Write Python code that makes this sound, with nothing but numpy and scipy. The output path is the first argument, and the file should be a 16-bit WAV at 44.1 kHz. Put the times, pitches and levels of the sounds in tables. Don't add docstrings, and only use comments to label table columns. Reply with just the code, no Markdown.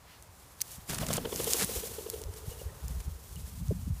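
import sys
import numpy as np
from scipy import signal
from scipy.fft import rfft, irfft
from scipy.io import wavfile
from scipy.ndimage import uniform_filter1d

SR = 44100
rng = np.random.default_rng(int(sys.argv[2]) if len(sys.argv) > 2 else 0)


def transcribe(signal):
    frames = np.atleast_2d(signal).T
    limited = np.clip(frames, -1, 1)
    pcm = np.round(limited * 32767).astype(np.int16)
    wavfile.write(sys.argv[1], SR, pcm)


N = 176400
TIME = np.arange(N) / SR

# time in seconds, level in dB.
HUSH_FADER = [(0, -57.5), (.8, -56), (3.0, -54), (3.2, -58)]
# frequency in Hz, gain in dB.
HUSH_EQ = [(100, 13), (250, -3.5), (500, -2), (1000, -0.5), (1800, -8), (3000, -13.5), (8000, -15.5),
           (16000, -23)]
# time in seconds, level in dB, pitch in Hz.
FAR_PEEPS = [(2.527, -54.5, 2900), (2.601, -56, 2870), (2.695, -59, 1880), (3.371, -55, 2900)]

# time in seconds, level in dB.
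RUMBLE_FADER = [(0, -61), (.85, -61), (1.0, -51), (1.9, -53.5), (2.25, -48.5), (2.8, -49), (2.87, -38),
                (2.97, -37.5), (3.03, -45.5), (3.12, -37.5), (3.2, -52.5), (3.4, -42.5), (3.53, -45),
                (3.62, -39), (3.8, -42), (3.93, -32), (4, -42.5)]
# frequency in Hz, gain in dB.
RUMBLE_EQ = [(28, -16), (42, 1), (65, 10.5), (110, -4), (170, -9), (260, -27), (700, -74)]
# frequency in Hz, gain in dB.
GUST_EQ = [(90, 2), (150, 6), (250, -5), (400, -46), (800, -55)]
# time in seconds, level in dB, pitch in Hz, half length in seconds.
EDDY_THUMPS = [(0.785, -42, 81, 0.0085), (0.902, -35, 184, 0.0053), (1.001, -37.5, 197, 0.01),
               (1.089, -32.5, 166, 0.0069), (1.64, -32, 186, 0.0075), (1.772, -35, 72.6, 0.012),
               (2.26, -38, 68.4, 0.017), (2.298, -37, 84, 0.017), (2.479, -32.5, 79, 0.01),
               (2.618, -41, 540, 0.0043), (2.673, -34.5, 68, 0.022), (2.912, -41.5, 136, 0.01),
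               (2.968, -32.5, 70, 0.021), (3.081, -31.5, 79, 0.0093), (3.37, -37.5, 83, 0.013),
               (3.585, -36.5, 91, 0.0097), (3.618, -36, 177, 0.011), (3.696, -26.5, 115, 0.016),
               (3.714, -29.5, 450, 0.0041), (3.723, -27.5, 171, 0.006), (3.758, -40.5, 182, 0.02),
               (3.878, -36.5, 181, 0.0086), (3.905, -26.5, 110, 0.0075)]

# time in seconds, level in dB, half length in seconds.
STIR_CUES = [(0.123, -57, 0.073)]
# frequency in Hz, gain in dB.
STIR_EQ = [(1200, -0.5), (2800, -0.5), (4500, -3.5), (9000, -10)]
# time in seconds, level in dB.
RUSTLE_FADER = [(0, -66.5), (.55, -57), (.73, -48), (.86, -57.5), (.9, -39.5), (.935, -60), (1.08, -50.5),
                (1.15, -38), (1.21, -59), (1.29, -50), (1.37, -37.5), (1.48, -35), (1.55, -32), (1.64, -34),
                (1.66, -38), (1.76, -37), (1.95, -43), (2.02, -47), (2.13, -47), (2.31, -57), (2.38, -49),
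                (2.44, -56), (2.5, -46.5), (2.57, -53), (2.62, -48), (2.69, -57), (2.95, -52.5),
                (3.17, -56.5), (3.37, -52), (3.6, -53.5), (3.94, -56.5), (4, -52)]
# frequency in Hz, gain in dB.
RUSTLE_EQ = [(700, -3.5), (1300, -9.5), (2100, -8.5), (3200, -4.5), (4800, -4), (7000, -1), (11000, -1),
             (15000, -3.5)]
# time in seconds, level in dB, half length in seconds.
TUFT_HITS = [(0.898, -39, 0.012), (0.92, -39, 0.014), (0.953, -38.5, 0.01), (0.986, -36.5, 0.0036),
             (1.008, -40.5, 0.013), (1.068, -36, 0.0023), (1.088, -33, 0.0024), (1.111, -36.5, 0.0091),
             (1.135, -36.5, 0.0083), (1.165, -36, 0.011), (1.61, -33, 0.022), (1.633, -31.5, 0.0076),
             (2.339, -48, 0.0036), (3.006, -47, 0.0044), (3.467, -52, 0.0077)]
# frequency in Hz, gain in dB.
TUFT_EQ = [(100, -5), (190, 16.5), (300, -0.5), (1500, 7), (3000, 4), (7000, 4.5), (11000, 4), (16000, -27)]
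# start in seconds, level in dB, ring pitch in Hz.
STEM_SNAPS = [(0.225, -34, 9500), (0.6062, -24.5, 4570), (0.6124, -17, 12100), (0.6171, -12.5, 5840),
              (0.6167, -10.5, 9700), (.8965, -25, 7200), (0.9452, -17, 8300), (0.9835, -22.5, 7200),
              (1.0665, -22, 7500), (1.0858, -21, 7900), (1.131, -13.5, 7050), (1.1368, -12.5, 8000),
              (1.1692, -15.5, 9000), (1.3605, -18, 6240), (1.4441, -13, 10300), (1.509, -19, 9000),
              (1.5344, -5.5, 6900), (1.646, -12.5, 8700), (2.1, -12.5, 9550), (2.217, -26.5, 7800),
              (2.238, -28, 5840), (2.3396, -35, 9700), (2.8818, -24.5, 8700), (3.004, -43, 9500),
              (3.358, -29.5, 9000), (3.683, -35, 6130)]
# frequency in Hz, gain in dB.
SPLINTER_EQ = [(1200, -13), (3000, -8), (6500, 3), (15000, -0.5)]

# time in seconds, level in dB.
FLUTTER_FADER = [(.87, -79), (.9, -40), (1.2, -38.5), (1.33, -48), (1.45, -42), (1.55, -51.5), (1.7, -45.5),
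                 (2.4, -84)]
# frequency in Hz, gain in dB.
FLUTTER_EQ = [(50, -1), (110, -3), (170, -0.5), (240, -1), (350, -13), (700, -14.5), (1400, -20),
              (3000, -24)]
# time in seconds, hum level in dB.
DOWNSTROKES = [(1.033, -38), (1.109, -38), (1.182, -34), (1.256, -32), (1.329, -34), (1.402, -32.5),
               (1.477, -32), (1.549, -34.5), (1.621, -36), (1.697, -38), (1.767, -38.5), (1.839, -37),
               (1.914, -45.5), (1.99, -36), (2.067, -36.5), (2.141, -35), (2.218, -41.5), (2.29, -46),
               (2.366, -47), (2.442, -47), (2.519, -44), (2.597, -52), (2.67, -49)]
# frequency in Hz, gain in dB.
SWISH_EQ = [(150, -26), (450, 4), (1000, 3.5), (1500, -2), (2300, -7.5), (3300, -3), (5000, -11),
            (12000, -42)]
# start in seconds, level in dB.
CLAP_HITS = [(1.03, -29.5), (1.1055, -23.5), (1.18, -27.5)]
# pitch in Hz, gain in dB, seconds to fall by 60 dB.
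CLAP_RING = [(188, -3, 0.062), (678, -2, 0.018), (1090, -5, 0.021)]

EDDY_ROUGH, WING_PITCH_SCATTER = 0.74, 0.044


def from_db(db):
    return 10 ** (np.asarray(db) / 20)


def unit_power(x):
    return x / np.sqrt(np.mean(x ** 2) + 1e-20)


def fader(rows):
    return from_db(np.interp(TIME, *np.transpose(rows)))


def swell(peak_s, rise_s, fall_s):
    return np.exp(-np.minimum(((TIME - peak_s) / np.where(TIME < peak_s, rise_s, fall_s)) ** 2, 60))


def lumps(spread_db, length_s):
    steps = rng.standard_normal(4000)
    return unit_power(from_db(spread_db * np.interp(TIME / length_s, np.arange(len(steps)), steps)))


def colour(x, eq):
    hz, db = np.transpose(eq)
    freqs = np.arange(N // 2 + 1) * SR / N + 1e-3
    curve = from_db(np.interp(np.log(freqs), np.log(hz), db))
    bass_loss = np.sqrt(1 + (hz[0] / freqs / np.sqrt(2)) ** 4)
    return unit_power(irfft(rfft(x) * curve / bass_loss, N))


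def noise(eq):
    return colour(rng.standard_normal(N), eq)


def steady(x, window_s):
    power = uniform_filter1d(x ** 2, size=max(int(window_s * SR), 2))
    return x / np.sqrt(np.abs(power) + 1e-9)


def air_tone(peak_s, hz, rise_s, fall_s, rough=EDDY_ROUGH, sag_hz_per_s=0):
    out = np.zeros(N)
    near = np.abs(TIME - peak_s) < 3 * max(rise_s, fall_s)
    t = TIME[near] - peak_s
    knots = np.linspace(-3, 3, 13) * fall_s
    wobble = np.interp(t, knots, rng.standard_normal(13) + 1j * rng.standard_normal(13))
    bell = np.exp(-(t / np.where(t < 0, rise_s, fall_s)) ** 2)
    cycles = hz * t - sag_hz_per_s * t * t / 2 + rng.random()
    wave = (1 + rough * wobble) * np.exp(2j * np.pi * cycles)
    out[near] = unit_power(bell * wave.real) * np.sqrt(np.mean(bell ** 2))
    return out


def crackle(eq, tick_share, ticks_per_s=1500, spread_db=5):
    sizes = from_db(spread_db * np.minimum(rng.exponential(1, N), 4)) * rng.choice([-1, 1], N)
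    ticks = unit_power(sizes * (rng.random(N) < ticks_per_s / SR))
    hiss = rng.standard_normal(N)
    return colour(np.sqrt(tick_share) * ticks + np.sqrt(1 - tick_share) * hiss, eq)


def open_field():
    peeps = sum(from_db(db) * air_tone(s, hz, 0.009, 0.009, rough=2.3, sag_hz_per_s=3000)
                for s, db, hz in FAR_PEEPS)
    return fader(HUSH_FADER) * noise(HUSH_EQ) + peeps


def wind():
    thumps = sum(from_db(db) * air_tone(s, hz, half_s, half_s) for s, db, hz, half_s in EDDY_THUMPS)
    gust = from_db(-45.5) * swell(peak_s=3.72, rise_s=0.25, fall_s=0.25) * noise(GUST_EQ)
    rumble_gain = fader(RUMBLE_FADER) * lumps(spread_db=2, length_s=0.035)
    return rumble_gain * steady(noise(RUMBLE_EQ), window_s=0.108) + gust + thumps


def grass():
    stirred = sum(from_db(db) * swell(s, half_s, half_s) for s, db, half_s in STIR_CUES)
    struck = sum(from_db(db) * swell(s, half_s, half_s) for s, db, half_s in TUFT_HITS)
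    clumps = lumps(spread_db=2, length_s=0.018)
    rustle = fader(RUSTLE_FADER) * clumps * crackle(RUSTLE_EQ, tick_share=0.17)
    return stirred * noise(STIR_EQ) + rustle + struck * crackle(TUFT_EQ, tick_share=0.79)


def stem_snaps(ring_cycles=1.77, splinter_db=-12.5, splinter_decay_s=0.0018, low_cut_hz=2150):
    rings, splinter_gain = np.zeros((2, N))
    t = TIME[:SR // 40]
    for s, db, hz in STEM_SNAPS:
        span = int(s * SR) + np.arange(len(t))
        rings[span] += from_db(db) * np.sin(2 * np.pi * hz * t) * np.exp(-t * hz / ring_cycles)
        splinter_gain[span] += from_db(db + splinter_db) * np.exp(-t / splinter_decay_s)
    low_cut = signal.butter(1, low_cut_hz, "high", fs=SR, output="sos")
    return signal.sosfilt(low_cut, rings + splinter_gain * noise(SPLINTER_EQ) + 1e-18)


def wingbeats(launch_hz=570, cruise_hz=438.4, settle_s=0.16, stroke_s=0.0065):
    out, swish_gain = np.zeros((2, N))
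    far_beats = [(DOWNSTROKES[-1][0] + t, -54 - 11 * t) for t in 0.086 * np.arange(1, 10)]
    for s, hum_db in DOWNSTROKES + far_beats:
        flown_s = s - DOWNSTROKES[0][0]
        effort = np.exp(-flown_s / settle_s)
        hz = cruise_hz + effort * (launch_hz - cruise_hz)
        hz *= 1 + WING_PITCH_SCATTER * rng.standard_normal()
        rough = 0.55 + effort
        hum = from_db(hum_db) * air_tone(s, hz, stroke_s, 0.0079, rough)
        overtone = from_db(hum_db - 20) * air_tone(s, 2 * hz, stroke_s, stroke_s, rough)

        swish_s = s - 0.00188
        swish_db = hum_db - 2.5 - 11.5 * flown_s
        swish_gain += from_db(swish_db) * swell(swish_s, rise_s=0.00335, fall_s=0.0067)
        push = from_db(swish_db - 7.5) * air_tone(s, hz=278, rise_s=stroke_s, fall_s=stroke_s)
        whistle = from_db(swish_db - 4.5) * air_tone(
            swish_s, hz=3185, rise_s=0.0063, fall_s=0.0063, rough=1, sag_hz_per_s=61000)

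        upstroke_s = s + 0.0205
        upstroke = from_db(hum_db + rng.normal(-5, 1.7)) * air_tone(upstroke_s, hz, 0.0031, 0.0031)
        out += hum + overtone + push + whistle + upstroke
        for lag_s in (0.018, 0.036):
            eddy_hz = hz * np.exp(0.14 * rng.standard_normal())
            out += from_db(hum_db / 2 - 30) * air_tone(upstroke_s + lag_s, eddy_hz, stroke_s, stroke_s)
    flutter_gain = fader(FLUTTER_FADER) * lumps(spread_db=4, length_s=0.012)
    flutter = flutter_gain * steady(noise(FLUTTER_EQ), window_s=0.037)
    return out + swish_gain * noise(SWISH_EQ) + flutter


def wing_claps():
    out = np.zeros(N)
    for s, db in CLAP_HITS:
        t = np.maximum(TIME - s, 0)
        for hz, mode_db, t60 in CLAP_RING:
            pitch = hz * (1 + WING_PITCH_SCATTER * rng.standard_normal())
            decay_db = 60 * np.minimum(t / t60, 4)
            out += from_db(db + mode_db - decay_db) * np.sin(2 * np.pi * pitch * t)
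    return out


def scene():
    return (wingbeats() + wing_claps() + grass() + stem_snaps() + wind() + open_field())[None]


def record(dry):
    low_cut = signal.butter(2, 24.4, "high", fs=SR, output="sos")
    high_cut = signal.ellip(10, .1, 80, 15300, fs=SR, output="sos")
    return signal.sosfilt(high_cut, signal.sosfilt(low_cut, dry))


dry = scene()
out = record(dry)
transcribe(out)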